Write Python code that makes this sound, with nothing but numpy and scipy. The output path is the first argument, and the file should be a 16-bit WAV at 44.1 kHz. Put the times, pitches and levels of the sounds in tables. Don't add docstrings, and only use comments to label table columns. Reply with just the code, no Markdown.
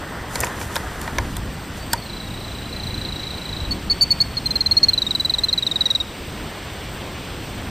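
import sys
import numpy as np
from scipy import signal
from scipy.fft import rfft, irfft, next_fast_len
from scipy.io import wavfile
from scipy.ndimage import uniform_filter1d

SR = 44100
rng = np.random.default_rng(int(sys.argv[2]) if len(sys.argv) > 2 else 0)


def transcribe(u):
    v = np.clip(np.atleast_2d(u).T, -1, 1)
    q = np.round(v * 32767).astype(np.int16)
    wavfile.write(sys.argv[1], SR, q)


N = 339561


def gain_of(db):
    return 10 ** (np.asarray(db) / 20)


def evened(x):
    return x / np.sqrt(np.mean(x ** 2) + 1e-20)


def read(points, hz):
    f, value = np.transpose(points)
    return np.interp(np.log(hz + 1), np.log(f + 1), value)


def level_over_time(points):
    return gain_of(np.interp(np.arange(N) / SR, *np.transpose(points)))


def add(mix, s, sound):
    part = mix[round(s * SR):][:len(sound)]
    part += sound[:len(part)]


def colour(x, points):
    size = next_fast_len(N)
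    gain = gain_of(read(points, np.fft.rfftfreq(size, 1 / SR)))
    return irfft(rfft(x, size) * gain, size)[:N]


def noise(points, patchy_db, size=512):
    frames, hz = 4 * N // size + 5, np.fft.rfftfreq(size, 1 / SR)
    a, b, patches = rng.standard_normal((frames, len(hz), 3)).T
    patches = uniform_filter1d(patches, 8, 0)
    patches = evened(uniform_filter1d(patches, 10, 1))
    spectra = (a + 1j * b) * gain_of(read(points, hz)[:, None] + patchy_db * patches)
    sound = signal.istft(spectra, nperseg=size, noverlap=3 * size // 4)[1]
    return evened(sound[:N])


def whistle_tone(hz, strain, creak_db=-80):
    # multiple of its pitch [1], typical level/dB before strain
    partials = [(2, -25), (.5, -29), (1.5, -23), (2.5, -32)]
    turns = 2 * np.pi * np.cumsum(hz) / SR
    uneven_db = 3.5 * rng.standard_normal(len(partials))
    upper = sum(gain_of(db + odd_db) * np.sin(k * turns) for (k, db), odd_db in zip(partials, uneven_db))
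    creak = gain_of(creak_db) * np.sin(4 / 3 * turns)
    rasp = 1 + .35 * evened(uniform_filter1d(rng.standard_normal(len(hz)), 40))
    return np.sin(turns) + strain * rasp * (upper + creak)


def pitch_break(t, u, length):
    break_s, below_hz, above_hz = .008, 50, 80
    jump = (t - break_s) / .0015
    offset_hz = np.where(jump < 0, below_hz, above_hz * (1 - u) / (1 - break_s / length))
    return offset_hz * np.tanh(jump)


def note(db, length, early_hz, late_hz, peak):
    rest_hz = 4380
    end = peak + (1 - peak) / .78
    t = np.arange(0, end * length, 1 / SR)
    u = t / length
    slide_hz = (late_hz - early_hz) * (u - .2) / 0.63
    start_hz = 1.3 * (rest_hz - early_hz) * np.exp(-u / 0.06)
    hz = early_hz + slide_hz + start_hz
    long_and_hard = length > .022 and db > -12
    hz = hz + long_and_hard * pitch_break(t, u, length)

    opening = np.sin(np.pi / 2 * np.minimum(t / 0.0013, 1)) ** 2
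    swell = 0.74 + 0.42 * np.sin(np.pi / 2 * np.minimum(u / peak, 1))
    closing = np.cos(np.pi / 2 * np.clip((u - peak) / (end - peak), 0, 1)) ** 1.3

    strain = np.abs(np.sin(np.pi * u / end)) ** 1.2
    strain = strain * gain_of(0 if long_and_hard else -.8 * max(db + 11, 0))
    creak_db = -17 + 8 * min(db + 4.5, 0)
    return gain_of(db) * opening * swell * closing * whistle_tone(hz, strain, creak_db)


def piping():
    # t/s, level before the swell/dB, nominal length/s, early f/Hz, late f/Hz
    pipes = [(3.7094, -16.6, 0.0251, 4423, 4417), (3.8989, -9.9, 0.0333, 4450, 4402),
             (4.0103, -6.5, 0.0333, 4552, 4460), (4.1064, -7.1, 0.0244, 4440, 4387),
             (4.2031, -7.3, 0.0252, 4346, 4423), (4.3688, -14.8, 0.0201, 4305, 4224),
             (4.4579, -12.4, 0.018, 4178, 4160), (4.507, -13.6, 0.016, 4127, 4135),
             (4.5563, -10.3, 0.0159, 4218, 4138), (4.6068, -8.6, 0.0149, 4260, 4155),
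             (4.6609, -8.7, 0.0156, 4174, 4073), (4.7117, -6.9, 0.0185, 4226, 4270),
             (4.768, -4.9, 0.02, 4268, 4303), (4.8307, -4.0, 0.0201, 4339, 4280),
             (4.8849, -5.7, 0.0172, 4214, 4201), (4.9333, -10.0, 0.0144, 4055, 3987),
             (4.9774, -9.6, 0.0152, 4023, 3917), (5.0192, -10.0, 0.0128, 4009, 3797),
             (5.0659, -14.2, 0.0149, 3750, 3753), (5.108, -10.5, 0.0123, 3974, 3790),
             (5.1508, -10.1, 0.0126, 4017, 3863), (5.1983, -12.1, 0.017, 3959, 3925),
             (5.2485, -10.7, 0.0163, 4024, 3904), (5.2962, -10.4, 0.0144, 4076, 3855),
             (5.3381, -9.8, 0.014, 4139, 3830), (5.3841, -12.9, 0.0146, 3871, 3779),
             (5.4359, -9.2, 0.0177, 4109, 4078), (5.4849, -13.2, 0.0175, 3917, 3772),
             (5.5278, -8.8, 0.015, 4208, 3920), (5.5774, -11.4, 0.0173, 3993, 3858),
             (5.6246, -13.1, 0.0151, 3868, 3742), (5.666, -10.7, 0.0148, 3984, 3716),
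             (5.7131, -13.1, 0.014, 3818, 3699), (5.758, -11.3, 0.0137, 3880, 3722),
             (5.8078, -8.4, 0.0162, 3979, 3819), (5.8563, -9.6, 0.0163, 3930, 3768),
             (5.9032, -9.4, 0.0168, 3918, 3772), (5.9503, -9.1, 0.0155, 3934, 3769),
             (6.0014, -13.9, 0.0179, 3799, 3737)]
    loud = np.zeros(N)
    for s, db, length, early_hz, late_hz in pipes:
        peak = np.clip(.26 + 70 * (length - .015), .11, .45)
        add(loud, s - .0007, note(db, length, early_hz, late_hz, peak))
    return loud


def soft_trill():
    # t/s, level before the swell and note-to-note spread/dB, middle f/Hz
    trill = [(1.97, -32, 4480), (2.1, -28, 3950), (2.2, -30, 3910), (2.3, -33, 3860), (2.43, -31, 3920),
             (2.64, -32, 3950), (2.74, -27.5, 3990), (3.09, -23.5, 3940), (3.3, -23, 3900),
             (3.4, -28.5, 3960), (3.52, -23, 3900), (3.66, -26.5, 3920)]
    notes, start_s, beat_s, slack_s = 47, 1.997, .033956, .0000386
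    run_up_s, run_up_notes, last_s = .02, 1.3, .01
    trilled = np.zeros(N)
    k, (at, effort_db, pitch_hz) = np.arange(notes), np.transpose(trill)
    beats = start_s + beat_s * k + slack_s * k ** 2
    beats = beats - run_up_s * np.exp(-k / run_up_notes) + last_s * (k == notes - 1)
    for s, (lift, droop, stretch, push) in zip(beats, rng.standard_normal((notes, 4))):
        db = np.interp(s, at, effort_db) + push
        hz = np.interp(s, at, pitch_hz) + 30 * lift
        fall_hz = 139 + 6 * (db + 19.0) + 45 * droop
        length = 0.014 + 0.0013 * stretch
        add(trilled, s - .001, note(db, length, hz + fall_hz, hz - fall_hz, 0.15))
    return trilled


def opening_whistles():
    # t/s, length/s, level before the swell/dB, starting f/Hz
    whistles = [(1.786, 0.056, -35, 4500), (1.855, .03, -44, 4520), (1.908, 0.035, -26.5, 4560)]
    upturn_hz, swell_db, edge_s = 250, 8.5, .005
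    whistled = np.zeros(N)
    for s, length, db, hz in whistles:
        t = np.arange(0, length, 1 / SR)
        edges = np.clip(np.minimum(t, length - t) / edge_s, 0, 1)
        level = gain_of(db + swell_db * (t / length - 1.5)) * edges
        bent_hz = hz + upturn_hz * (t / length) ** 4
        add(whistled, s, np.sqrt(2) * level * whistle_tone(bent_hz, 0.85))
    return whistled


def field(x, t60, first_s, share):
    at = np.arange(0, SR, 20) + rng.integers(0, 20, SR // 20)
    sign, there = rng.random((2, len(at)))
    fading = gain_of(-60 * at / SR / t60)
    build_up = 1 - np.exp(-at / SR / first_s)
    taps = np.zeros(SR + 20)
    taps[at] = np.sign(sign - .5) * (there < share) * fading * build_up
    return signal.fftconvolve(x, taps / np.linalg.norm(taps))[:N]


def bird():
    loud = piping()
    soft = soft_trill() + opening_whistles()
    near = colour(loud + soft, [(9600, -2.0), (10600, -22.0)])
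    far_echoes = gain_of(-25) * field(loud, .5, .05, .06)
    return near + far_echoes + gain_of(-8.5) * field(soft, 0.82, 0.0022, 0.25)


def snaps():
    # t/s, body peak level/dB, crack peak level/dB (both before the group's own level)
    snap_list = [(0.356, -19, -9.5), (.392, -34, -21), (0.4038, -47, 0), (0.4086, -34, -6.5),
                 (0.4335, -12, -35), (0.4455, -42, -7), (.468, -23, -20), (.613, -20.5, -40),
                 (0.627, -41, -20), (0.756, -19, -12), (0.7628, -15.5, -16), (1.014, -34, -18.5),
                 (1.0766, -19, -32), (1.184, -11, -15), (1.3666, -32, -12.5), (1.9316, -12, -2.5)]
    # rise/s, time to fall 60 dB/s, low f/Hz, high f/Hz, share of crack [0-1], level/dB
    wood = [(0.001, 0.013, 380, 760, 0, -6), (0.0033, 0.039, 900, 1037, 0.03, -5),
            (0.00039, 0.031, 1260, 2520, 0, 0.5), (0.00039, 0.011, 2750, 5900, 0.37, 1),
            (0.000011, 0.0054, 6100, 10030, 0.86, -4)]
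    out, t = np.zeros(N), np.arange(2600) / SR
    for s, body_db, crack_db in snap_list:
        fractures = rng.standard_normal(200) ** 3 * np.exp(-np.arange(200) / SR / 0.0015)
        places = (np.arange(10) + rng.random((len(wood), 10))) / 10
        for (rise, t60, lo_hz, hi_hz, share, db), place in zip(wood, places):
            mode_hz = lo_hz * (hi_hz / lo_hz) ** place[:, None]
            modes = np.sin(2 * np.pi * mode_hz * t + 40 * place[:, None]).sum(0)
            shape = (1 - np.exp(-(t / rise) ** 2)) * gain_of(-60 * t / t60)
            ring = signal.fftconvolve(fractures, modes * shape)
            peak_db = db + body_db + share * (crack_db - body_db)
            add(out, s, gain_of(peak_db) * ring / abs(ring).max())
    return out


def feet():
    # t/s, level/dB
    scuff = [(0, -34), (.31, -34.5), (.42, -29), (.6, -34.5), (1.14, -34.5), (1.4, -40), (2.1, -43)]
    # f/Hz, relative level/dB
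    litter = [(150, -30), (300, -2), (1000, -2), (2000, -3), (2150, -18), (3600, -19), (4200, -40)]
    # t/s, peak crackle level before the final fade/dB
    brushes = [(.36, -34.5), (.445, -34), (.62, -36.5), (0.761, -36), (1.03, -44.5), (1.78, -42),
               (1.94, -40)]
    rise_s, fall_s = 0.026, 0.023
    shuffle_db, still_db = -47, -69
    t = np.arange(N) / SR
    fade = np.clip((2.15 - t) / 0.19, 0, 1)
    sizes = gain_of(0.93 * np.minimum(rng.exponential(1, N), 5))
    grains = sizes * (rng.random(N) < 4000 / SR) * rng.choice([-1, 1], N)
    crackle = evened(colour(grains, [(1800, -11), (3000, -10), (6000, -5), (11000, -9)]))
    body = level_over_time(scuff) * noise(litter, 1.6)
    steady = np.where((t > .3) & (t < 1.4), gain_of(shuffle_db), gain_of(still_db))
    strokes = sum(gain_of(db) * np.exp(np.minimum((t - s) / rise_s, (s - t) / fall_s)) for s, db in brushes)
    return fade * (body + (uniform_filter1d(steady, 2000) + strokes) * crackle)


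def gusts():
    # t/s, level/dB
    gust_levels = [(0, -34.5), (1.05, -32.5), (1.2, -26), (1.68, -35), (1.88, -29.5), (2.2, -35),
                   (2.95, -29), (3.46, -34.5), (3.7, -27.5), (3.9, -31.5), (4.6, -31), (5.48, -35.5),
                   (6.2, -37), (6.42, -29.5), (6.54, -39), (6.88, -34), (7.16, -35), (7.7, -31.5)]
    # f/Hz, relative level/dB
    rumble = [(15, -28), (30, -4.5), (62, -1), (110, -4), (300, -13), (500, -31.5), (900, -84)]
    return level_over_time(gust_levels) * noise(rumble, 1.32, size=2048)


def air():
    # t/s, level/dB
    wash_levels = [(0, -38.5), (1.8, -36.5), (2.999, -34.5), (6, -35.5), (6.5, -33.5)]
    # f/Hz, relative level/dB
    leaves = [(88, -33), (150, 0.5), (221, -13.5), (259, -6.5), (295, -5), (1360, -13), (3340, -14.5),
              (7000, -32), (9100, -37.5), (15400, -120)]
    # f/Hz, relative level/dB
    hiss = [(2650, -31), (4500, 0), (7180, -10.5), (7800, -2.5), (8000, 0), (8430, -2), (9330, -16.5),
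            (11000, -14.5), (14300, -74), (22000, -120)]
    hiss_db = -48.5
    wash = level_over_time(wash_levels) * noise(leaves, 0.94)
    return wash + gain_of(hiss_db) * noise(hiss, 1.6)


def camera():
    whine_hz, full_db = 8280, -54
    t = np.arange(N) / SR
    waver = uniform_filter1d(rng.standard_normal(N), 1500)
    waver = evened(uniform_filter1d(waver, 600))
    flicker_db = 14 * np.clip(waver + .1, -1, 0) - 10 * (t < 1.36)
    return np.sqrt(2) * gain_of(full_db + flicker_db) * np.sin(2 * np.pi * whine_hz * t)


def scene():
    # f/Hz, level/dB
    apart = [(5700, -66), (6200, -3), (9000, -1.5), (11000, 0.5)]
    mid = bird() + snaps() + gusts() + air() + feet() + camera()
    side = colour(air() + feet(), apart)
    return np.array([mid + side, mid - side])


def record(dry):
    # f/Hz, level/dB
    mirror = [(11100, 1), (13000, -4.5), (14200, -2.5), (14700, -34), (15300, -59)]
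    clock_hz, edge_hz = 22077, 15500
    kept = signal.oaconvolve(dry, signal.firwin(1023, clock_hz / 2, fs=SR)[None], "same")
    analytic = signal.hilbert(kept, next_fast_len(N))[:, :N]
    clock = np.exp(2j * np.pi * clock_hz * np.arange(N) / SR)
    flipped = (analytic.conj() * clock).real
    wide = kept + [colour(x, [(clock_hz / 2 - 40, -120)] + mirror) for x in flipped]
    band_limit = signal.firwin(511, edge_hz, window=("kaiser", 9), fs=SR)
    return signal.oaconvolve(wide, band_limit[None], "same")


dry = scene()
out = record(dry)
transcribe(out)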